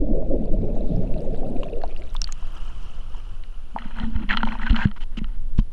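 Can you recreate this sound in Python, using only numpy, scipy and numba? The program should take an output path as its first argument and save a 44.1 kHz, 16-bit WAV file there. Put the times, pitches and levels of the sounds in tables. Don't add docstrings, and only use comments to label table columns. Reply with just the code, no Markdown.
import sys
import numpy as np
from scipy import signal
from scipy.fft import rfft, irfft, next_fast_len
from scipy.io import wavfile
from scipy.ndimage import uniform_filter1d
from numba import njit

SR = 44100
rng = np.random.default_rng(int(sys.argv[2]) if len(sys.argv) > 2 else 0)


def wav_out(sig):
    wavfile.write(sys.argv[1], SR, np.round(np.clip(np.atleast_2d(sig).T, -1, 1) * 32767).astype(np.int16))


N = 252296
TIME = np.arange(N) / SR
SURFACE_S = 1.953


def amp(db):
    return 10 ** (np.asarray(db) / 20)


def unit(x):
    return x / np.sqrt(np.mean(x ** 2) + 1e-20)


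def noise():
    return rng.standard_normal(N)


def swell(start_s, end_s, rise_db_per_s, fall_db_per_s):
    early_s, late_s = np.maximum(start_s - TIME, 0), np.maximum(TIME - end_s, 0)
    return amp(-rise_db_per_s * early_s - fall_db_per_s * late_s)


def hump(sound, crest_s, half_length_s, db):
    shape = np.cos(np.pi / 2 * np.clip((TIME - crest_s) / half_length_s, -1, 1)) ** 2
    part = shape * sound
    return amp(db) * part * np.sqrt(np.sum(shape ** 2) / (np.sum(part ** 2) + 1e-20))


def flutter(rate_hz, depth_db):
    steps = rng.standard_normal(1024)
    return amp(depth_db * np.interp(TIME * rate_hz, np.arange(len(steps)), steps))


def colour(x, points):
    hz, db = np.transpose(points)
    size = next_fast_len(N)
    log_hz = np.log(np.maximum(np.fft.rfftfreq(size, 1 / SR), 1))
    gain = amp(np.interp(log_hz, np.log(hz), db))
    return unit(irfft(rfft(x, size) * gain, size)[:N])


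def resonate(x, hz, width_hz):
    return signal.lfilter(*signal.iirpeak(hz, hz / width_hz, fs=SR), x)


def band(x, hz, width_hz):
    return unit(resonate(resonate(x, hz, width_hz), hz, width_hz))


@njit
def rings(start_s, hz, gain, t60_s, glide, rise_cycles):
    out = np.zeros(N)
    for k in range(len(start_s)):
        first, length = int(start_s[k] * SR), t60_s[k] * SR
        fade = np.exp(-np.log(1000) / length)
        build = np.exp(-hz[k] / (rise_cycles * SR))
        phase, strength, lag = 0., gain[k], 1.
        for i in range(max(0, min(int(length * 1.3), N - first))):
            out[first + i] += strength * (1 - lag) ** 2 * np.sin(phase)
            phase += 2 * np.pi * hz[k] / SR * (1 + glide * i / length)
            strength, lag = strength * fade, lag * build
    return out


def play(rows, glide, rise_cycles):
    start_s, hz, db, t60_s = np.array(rows, float).T.copy()
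    return rings(start_s, hz, amp(db), t60_s + 1e-4, float(glide), rise_cycles)


def with_ring_time(rows, t60_at_1khz_s, exponent):
    return [(s, hz, db, t60_at_1khz_s * (1000 / hz) ** exponent) for s, hz, db, *_ in rows]


def swarm(start_s, end_s, low_hz, high_hz, cycles, spread_db, glide, count):
    when, pitch, strength, life = rng.random((count, 4)).T
    hz = low_hz * (high_hz / low_hz) ** pitch
    gain = hz / high_hz * amp(-spread_db * np.log(.01 + strength))
    t60_s = cycles * (.5 + life) / hz
    return rings(start_s + (end_s - start_s) * when, hz, gain, t60_s, glide, 0.96)


def whine(hz=9630, db=-76.5):
    fade_up = np.minimum(0.34 + TIME / 2.2, 1)
    return amp(db) * np.sqrt(2) * np.sin(2 * np.pi * hz * TIME) * fade_up


# frequency in Hz, gain in dB.
SEA_SPECTRUM = [(100, 6), (500, 1.5), (1300, -7.5), (2200, -13.5), (3000, -10), (5000, -18.5), (8000, -26),
                (12000, -28.5), (15000, -35.5)]

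def sea():
    return amp(-58) * swell(1, 1, rise_db_per_s=25.5, fall_db_per_s=0) * colour(noise(), SEA_SPECTRUM)


# time in seconds, relative level in dB.
SWAY_LEVELS = [(0.0, -22), (1.9, -25.5), (2.55, -29), (3.8, -33.5), (4.1, -25), (4.78, -26), (4.92, -29.5),
               (5.6, -24), (5.72, -34)]
# frequency in Hz, gain in dB.
SWAY_SPECTRUM = [(5, -4.5), (11, 0), (22, -5.5), (35, -17), (60, -27.5), (100, -37), (200, -44), (400, -64),
                 (800, -100)]

def sway():
    heave = colour(noise(), SWAY_SPECTRUM)
    levelled = heave / np.sqrt(uniform_filter1d(heave ** 2, size=12000))
    return amp(6.5) * levelled * amp(np.interp(TIME, *np.transpose(SWAY_LEVELS)))


# frequency in Hz, gain in dB.
CRACKLE_SPECTRUM = [(710, -23.5), (1200, -1), (1900, -7.5), (2590, -1), (3120, -8), (3770, -5.5),
                    (5300, -17), (7440, -19.5), (9670, -40.5), (16400, -120)]

def crackle():
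    ticks = swarm(0, TIME[-1], 1000, 9000, cycles=22, spread_db=3.1, glide=.06, count=3000)
    ticks = colour(ticks * flutter(rate_hz=35, depth_db=4), CRACKLE_SPECTRUM)
    ticks *= swell(SURFACE_S, SURFACE_S, rise_db_per_s=8, fall_db_per_s=36)
    hiss = colour(noise(), CRACKLE_SPECTRUM)
    puff = hump(band(hiss, 4000, width_hz=3300), crest_s=0.904, half_length_s=0.088, db=-65.5)
    hiss *= swell(1, 1, rise_db_per_s=3, fall_db_per_s=12)
    return amp(-57) * ticks + amp(-65.5) * hiss + puff


# frequency in Hz, gain in dB.
FOAM_SPECTRUM = [(180, -17.5), (300, -5.5), (390, -10), (487, -8.5), (822, -8.5), (1280, -5), (1590, -12),
                 (2160, -21), (2940, -5.5), (3600, -21.5), (5610, -24), (9670, -34.5), (16400, -120)]

def foam(flow):
    fizz = unit(swarm(0, TIME[-1], 303, 15250, cycles=45, spread_db=1.3, glide=0.29, count=13000))
    fizz *= flutter(rate_hz=30, depth_db=2.5)
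    draining = swell(SURFACE_S + 0.69, SURFACE_S + 0.68, rise_db_per_s=16, fall_db_per_s=9.5)
    return colour(fizz + noise(), FOAM_SPECTRUM) * (amp(-49) * draining + amp(-13.5) * flow)


# start in seconds, level in dB.
DROPLETS = [(2.145, -36.5), (2.2175, -61), (2.2783, -38), (2.322, -54)]
# frequency in Hz, gain in dB.
DROPLET_SPECTRUM = [(3000, -27), (7500, -2), (9600, -2), (11000, -16), (16000, -12)]

def droplets(decay_s=0.00046):
    envelope = sum(amp(db) * (TIME >= s) * np.exp(-np.abs(TIME - s) / decay_s) for s, db in DROPLETS)
    faint = swarm(.8, 2.8, 7000, 15000, cycles=12, spread_db=2, glide=.1, count=60)
    return envelope * colour(noise(), DROPLET_SPECTRUM) + amp(-83.5) * colour(faint, DROPLET_SPECTRUM)


# start in seconds, hold in seconds, level in dB.
WAVES = [(3.785, 0.21, -49.5), (3.97, 0.083, -42), (4.152, 0.079, -47.5), (4.315, 0.095, -41),
         (4.468, 0.078, -38), (4.59, 0.26, -43), (5.124, 0.21, -61)]

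def water_flow():
    waves = [amp(db) * swell(start_s, start_s + hold_s, rise_db_per_s=471, fall_db_per_s=296)
             for start_s, hold_s, db in WAVES]
    return np.max(waves, axis=0)


# frequency in Hz, gain in dB.
WASH_SPECTRUM = [(240, -53.5), (400, -44), (570, -12), (784, -7), (908, 1), (1100, -7), (1500, -2),
                 (1670, -9.5), (1870, -5.5), (2300, -12), (3120, -7), (3800, -26), (4140, -15), (4850, -61),
                 (16400, -120)]

def wash(flow):
    start_s, end_s = WAVES[0][0] - .2, TIME[-1]
    bubbles = swarm(start_s, end_s, 400, 13000, cycles=20, spread_db=3.0, glide=.15, count=6000)
    sheet = colour(bubbles, WASH_SPECTRUM) * np.sqrt((end_s - start_s) / end_s)
    slosh = band(noise(), 587, width_hz=910)
    return (sheet + amp(-12) * slosh) * flow * flutter(rate_hz=80, depth_db=3)


# start in seconds, length in seconds, bubble level in dB,
# bubble pitch in Hz, spray level in dB.
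GUSHES = [(4.291, 0.0515, -26.5, 2040, -45), (4.306, 0.014, -33.5, 1950, -50),
          (4.615, 0.024, -33, 1800, -46), (4.659, 0.025, -29.5, 1530, -56), (4.697, 0.0093, -32, 3460, -41),
          (4.755, 0.1, -30.5, 1660, -42), (4.962, 0.021, -45.5, 1160, -51),
          (5.005, 0.036, -46, 2860, -46.5), (5.171, 0.021, -39, 2950, -38.5),
          (5.579, 0.022, -50.5, 2930, -40.5)]
# frequency in Hz, gain in dB.
SPRAY_SPECTRUM = [(300, 16.5), (1000, -18), (3000, 4.5), (5000, -6), (6000, -12.5), (7000, -11),
                  (8500, -22), (16000, -69.5)]

def gushes(ramp_s=0.004):
    bubbles = swarm(0, TIME[-1], 559, 11900, cycles=13, spread_db=0.8, glide=0.12, count=22000)
    froth = colour(bubbles, WASH_SPECTRUM)
    spray = colour(noise(), SPRAY_SPECTRUM)
    out = np.zeros(N)
    for start_s, length_s, db, hz, spray_db in GUSHES:
        inside_s = np.minimum(TIME - start_s, start_s + length_s - TIME)
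        gate = np.clip(inside_s / ramp_s + .5, 0, 1)
        spurt = gate * (resonate(froth, hz, width_hz=hz * 0.17) + amp(-9.5) * froth)
        spurt *= np.sqrt(length_s * SR / np.sum(spurt ** 2))
        out += amp(db) * spurt + amp(spray_db) * gate * spray
    return out


# frequency in Hz, gain in dB.
CLOUD_SPECTRUM = [(35, -21), (60, -13), (103, -4), (172, -1.5), (296, -2), (354, -2.5), (556, -2),
                  (624, -1.5), (760, -15.5), (930, -25.5), (1160, -43), (1800, -59), (2860, -72)]

def bubble_cloud(split_hz=280, growth_db_per_s=0.62):
    bubbles = swarm(0, TIME[-1], 60.66, 1217.3, cycles=45.5, spread_db=2.0, glide=0.18, count=7000)
    gurgle = colour(bubbles, CLOUD_SPECTRUM)
    lows = signal.sosfiltfilt(signal.butter(4, split_hz, fs=SR, output="sos"), gurgle)
    medium = amp(-35.5) * unit(gurgle - lows) * swell(0, 1.54, 0, fall_db_per_s=21)
    big = amp(-34) * unit(lows) * swell(0, 1.464, 0, fall_db_per_s=46.5)
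    submerged = swell(0, 2.034, 0, fall_db_per_s=116)
    return (medium + big) * amp(growth_db_per_s * TIME) * submerged


# crest in seconds, half length in seconds, pitch in Hz, level in dB.
SURGES = [(0.005, 0.071, 311, -24.5), (0.11, 0.02, 256, -20), (0.162, 0.066, 466, -27.5),
          (0.338, 0.059, 463, -24), (0.331, 0.052, 316, -22), (0.414, 0.041, 226, -27),
          (0.61, 0.075, 186, -27.5), (0.639, 0.021, 427, -30.5), (0.921, 0.043, 180, -24),
          (0.991, 0.04, 161, -24), (1.52, 0.17, 265, -31.5), (1.778, 0.051, 463, -33)]

def surges():
    bubbles = swarm(0, 2, 90, 900, cycles=14, spread_db=.5, glide=.2, count=2500)
    gurgle = colour(bubbles, CLOUD_SPECTRUM)
    return sum(hump(band(gurgle, hz, width_hz=hz * 0.35), crest_s, half_length_s, db)
               for crest_s, half_length_s, hz, db in SURGES)


# start in seconds, pitch in Hz, level in dB.
GLUGS = [(.097, 247, -25), (.171, 524, -24.5), (.225, 604, -25), (.575, 95, -22.5), (.765, 644, -27),
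         (.94, 107, -20.5), (1.164, 598, -27), (1.431, 729, -29), (1.727, 450, -21.5)]

def glugs():
    return play(with_ring_time(GLUGS, t60_at_1khz_s=0.07, exponent=0.75), glide=0.23, rise_cycles=0.25)


# crest in seconds, half length in seconds, pitch in Hz, level in dB.
GULPS = [(3.751, 0.019, 219.4, -36), (3.86, 0.0075, 213, -31.5), (4.014, 0.027, 213.4, -31.5),
         (4.084, 0.089, 233, -31), (4.177, 0.024, 227, -30), (4.213, 0.019, 255, -32),
         (4.233, 0.046, 217, -28.5), (4.323, 0.061, 214, -28.5), (4.39, 0.025, 218, -35),
         (4.433, 0.035, 241, -41), (4.48, 0.056, 221, -35), (4.709, 0.014, 222, -24),
         (4.785, 0.056, 220, -32)]

def case_air(flow, hollow_hz=223, width_hz=31):
    shaking = noise()
    gulps = sum(hump(band(shaking, hz, width_hz), crest_s, half_length_s, db)
                for crest_s, half_length_s, hz, db in GULPS)
    hollow = amp(3.5) * band(noise(), hollow_hz, width_hz) * flow
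    return gulps + hollow


# start in seconds, pitch in Hz, relative level in dB, t60 in seconds.
THUMPS = [(3.315, 94.5, -45, 0.18), (4.035, 83, -14, 0.014), (4.154, 42.5, -12, 0.056),
          (4.433, 226, -31, 0.065), (4.703, 38.6, -8, 0.1), (4.727, 220, -29, 0.079),
          (4.855, 114.5, -9, 0.033), (4.862, 201.3, -33, 0.097), (5.175, 218, -37.5, 0.055),
          (5.216, 167, -27, 0.028), (5.585, 32.3, -13, 0.13), (5.588, 110, -8.5, 0.016)]

def thumps(air_hz=218):
    bumps = play(THUMPS, glide=0.085, rise_cycles=0.12)
    return amp(10) * bumps + amp(17) * resonate(bumps, air_hz, width_hz=34)


# start in seconds, relative level in dB, contact pitch in Hz (hard is high).
SLAPS = [(3.9989, -23, 2700), (4.1615, -28, 1750), (4.291, -22.5, 2200), (4.312, -23, 2100),
         (4.3288, -15, 2010), (4.3346, -21, 990), (4.3468, -19, 1300), (4.3716, -6.5, 2290),
         (4.381, -23, 2950), (4.431, -8, 1050), (4.452, -26, 2790), (4.708, -21, 2700), (4.73, -28, 3600),
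         (4.7625, -14.5, 2820), (4.8712, -32.5, 2700), (4.9136, -30, 1900), (5.2431, -27.5, 2330)]
# frequency in Hz, gain in dB, t60 in seconds.
WALL_MODES = [(926, 0.5, 0.019), (1350, 2, 0.018), (1910, -9, 0.021), (3070, 2, 0.0088), (4090, -10, 0.02)]

def slaps(fall_db_per_octave=8.5, detune=.025):
    rows = []
    for start_s, db, contact_hz in SLAPS:
        loads = rng.standard_normal(len(WALL_MODES))
        for (hz, mode_db, t60_s), load in zip(WALL_MODES, loads):
            loss_db = fall_db_per_octave * abs(np.log2(hz / contact_hz))
            rows.append((start_s, hz * (1 + detune * load), db + mode_db - loss_db, t60_s))
    return amp(1.5) * play(rows, glide=0, rise_cycles=.65)


# start in seconds, pitch in Hz, relative level in dB,
# click offset in dB.
POPS = [(0.457, 4450, -49, -19), (.9636, 5130, -45.5, -21), (1.1407, 2620, -39, -7),
        (1.3443, 1590, -43.5, 5.5), (1.5653, 2450, -41.5, -26), (1.6314, 1020, -28.5, -17),
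        (1.6328, 2770, -33.5, 0), (1.8165, 1630, -38.5, 4), (1.837, 696, -15, -12.5),
        (1.836, 4100, -37, -18), (1.8776, 4240, -45, -20), (1.9635, 2780, -33, -21),
        (1.974, 4520, -44, -22), (2.02, 2230, -36.5, -19), (2.1506, 1020, -26.5, -1),
        (2.1649, 3460, -23, -15), (2.2174, 5480, -12.5, -15), (2.2429, 4480, -18, -17),
        (2.274, 1840, -40.5, 8.5), (2.29, 1200, -29.5, -7), (2.3239, 6590, -22, -8),
        (2.426, 990, -36.5, -19), (3.147, 950, -34.5, -20), (3.437, 1910, -39, 1.5), (3.762, 864, -14, -24),
        (3.777, 880, -24, -16), (3.7864, 1820, -25.5, -10), (3.821, 1270, -32, -25),
        (3.986, 1440, -24.5, -17), (4.308, 1700, -10, -15), (4.405, 1490, -23.5, -18),
        (4.473, 915, -20.5, -2), (4.488, 2300, -25.5, -25), (4.521, 1860, -24, -22),
        (4.553, 940, -23.5, -20), (4.596, 1340, -24.5, -26), (4.665, 1510, -19.5, 0),
        (4.675, 1500, -28, -20), (4.745, 1350, -21, -14), (4.789, 925, -21, -10), (4.816, 1490, -20, -16),
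        (5.5901, 990, -29.5, 4)]
# frequency in Hz, gain in dB.
CLICK_SPECTRUM = [(300, -27), (900, -31.5), (1400, 12.5), (2200, 4), (2900, 18), (3600, 0), (4300, 13.5),
                  (5500, -10.5), (8000, -9.5), (15000, -29)]

def pops(click_decay_s=0.0018, shed_below_hz=3000):
    rows = with_ring_time(POPS, t60_at_1khz_s=0.016, exponent=.56)
    rattle = colour(noise(), CLICK_SPECTRUM)
    clicks, shed = np.zeros(N), []
    for (start_s, hz, db, t60_s), (*_, click_db) in zip(rows, POPS):
        span = slice(int(start_s * SR), int(start_s * SR) + 512)
        click = rattle[span] * np.exp(-(TIME[span] - start_s) / click_decay_s)
        softness = signal.butter(3, min(2 * hz, .4 * SR), fs=SR)
        clicks[span] += amp(db + click_db) * signal.lfilter(*softness, click)
        for delay, pitch, weakness in rng.random((4, 3)):
            if hz < shed_below_hz:
                shed_s = start_s + 0.2437 * t60_s * delay
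                shed_hz = hz * 2 ** (1.3 * pitch - .7)
                shed.append((shed_s, shed_hz, db - 18.5 - 12 * weakness, 3 * t60_s))
    bubbles = play(rows, glide=.08, rise_cycles=.4) + play(shed, glide=.15, rise_cycles=.7)
    return amp(4.5) * bubbles + clicks


def scene():
    flow = water_flow()
    underwater = bubble_cloud() + glugs() + surges() + crackle()
    surface = foam(flow) + sea() + wash(flow) + gushes()
    on_case = pops() + slaps() + droplets() + thumps() + case_air(flow)
    fade_in = np.sin(np.pi / 2 * np.minimum(TIME / .004, 1)) ** 2
    return (fade_in * (underwater + surface + on_case + sway() + whine()))[None]


def record(dry):
    return signal.sosfilt(signal.ellip(8, .2, 70, 15700, fs=SR, output="sos"), dry)


dry = scene()
out = record(dry)
wav_out(out)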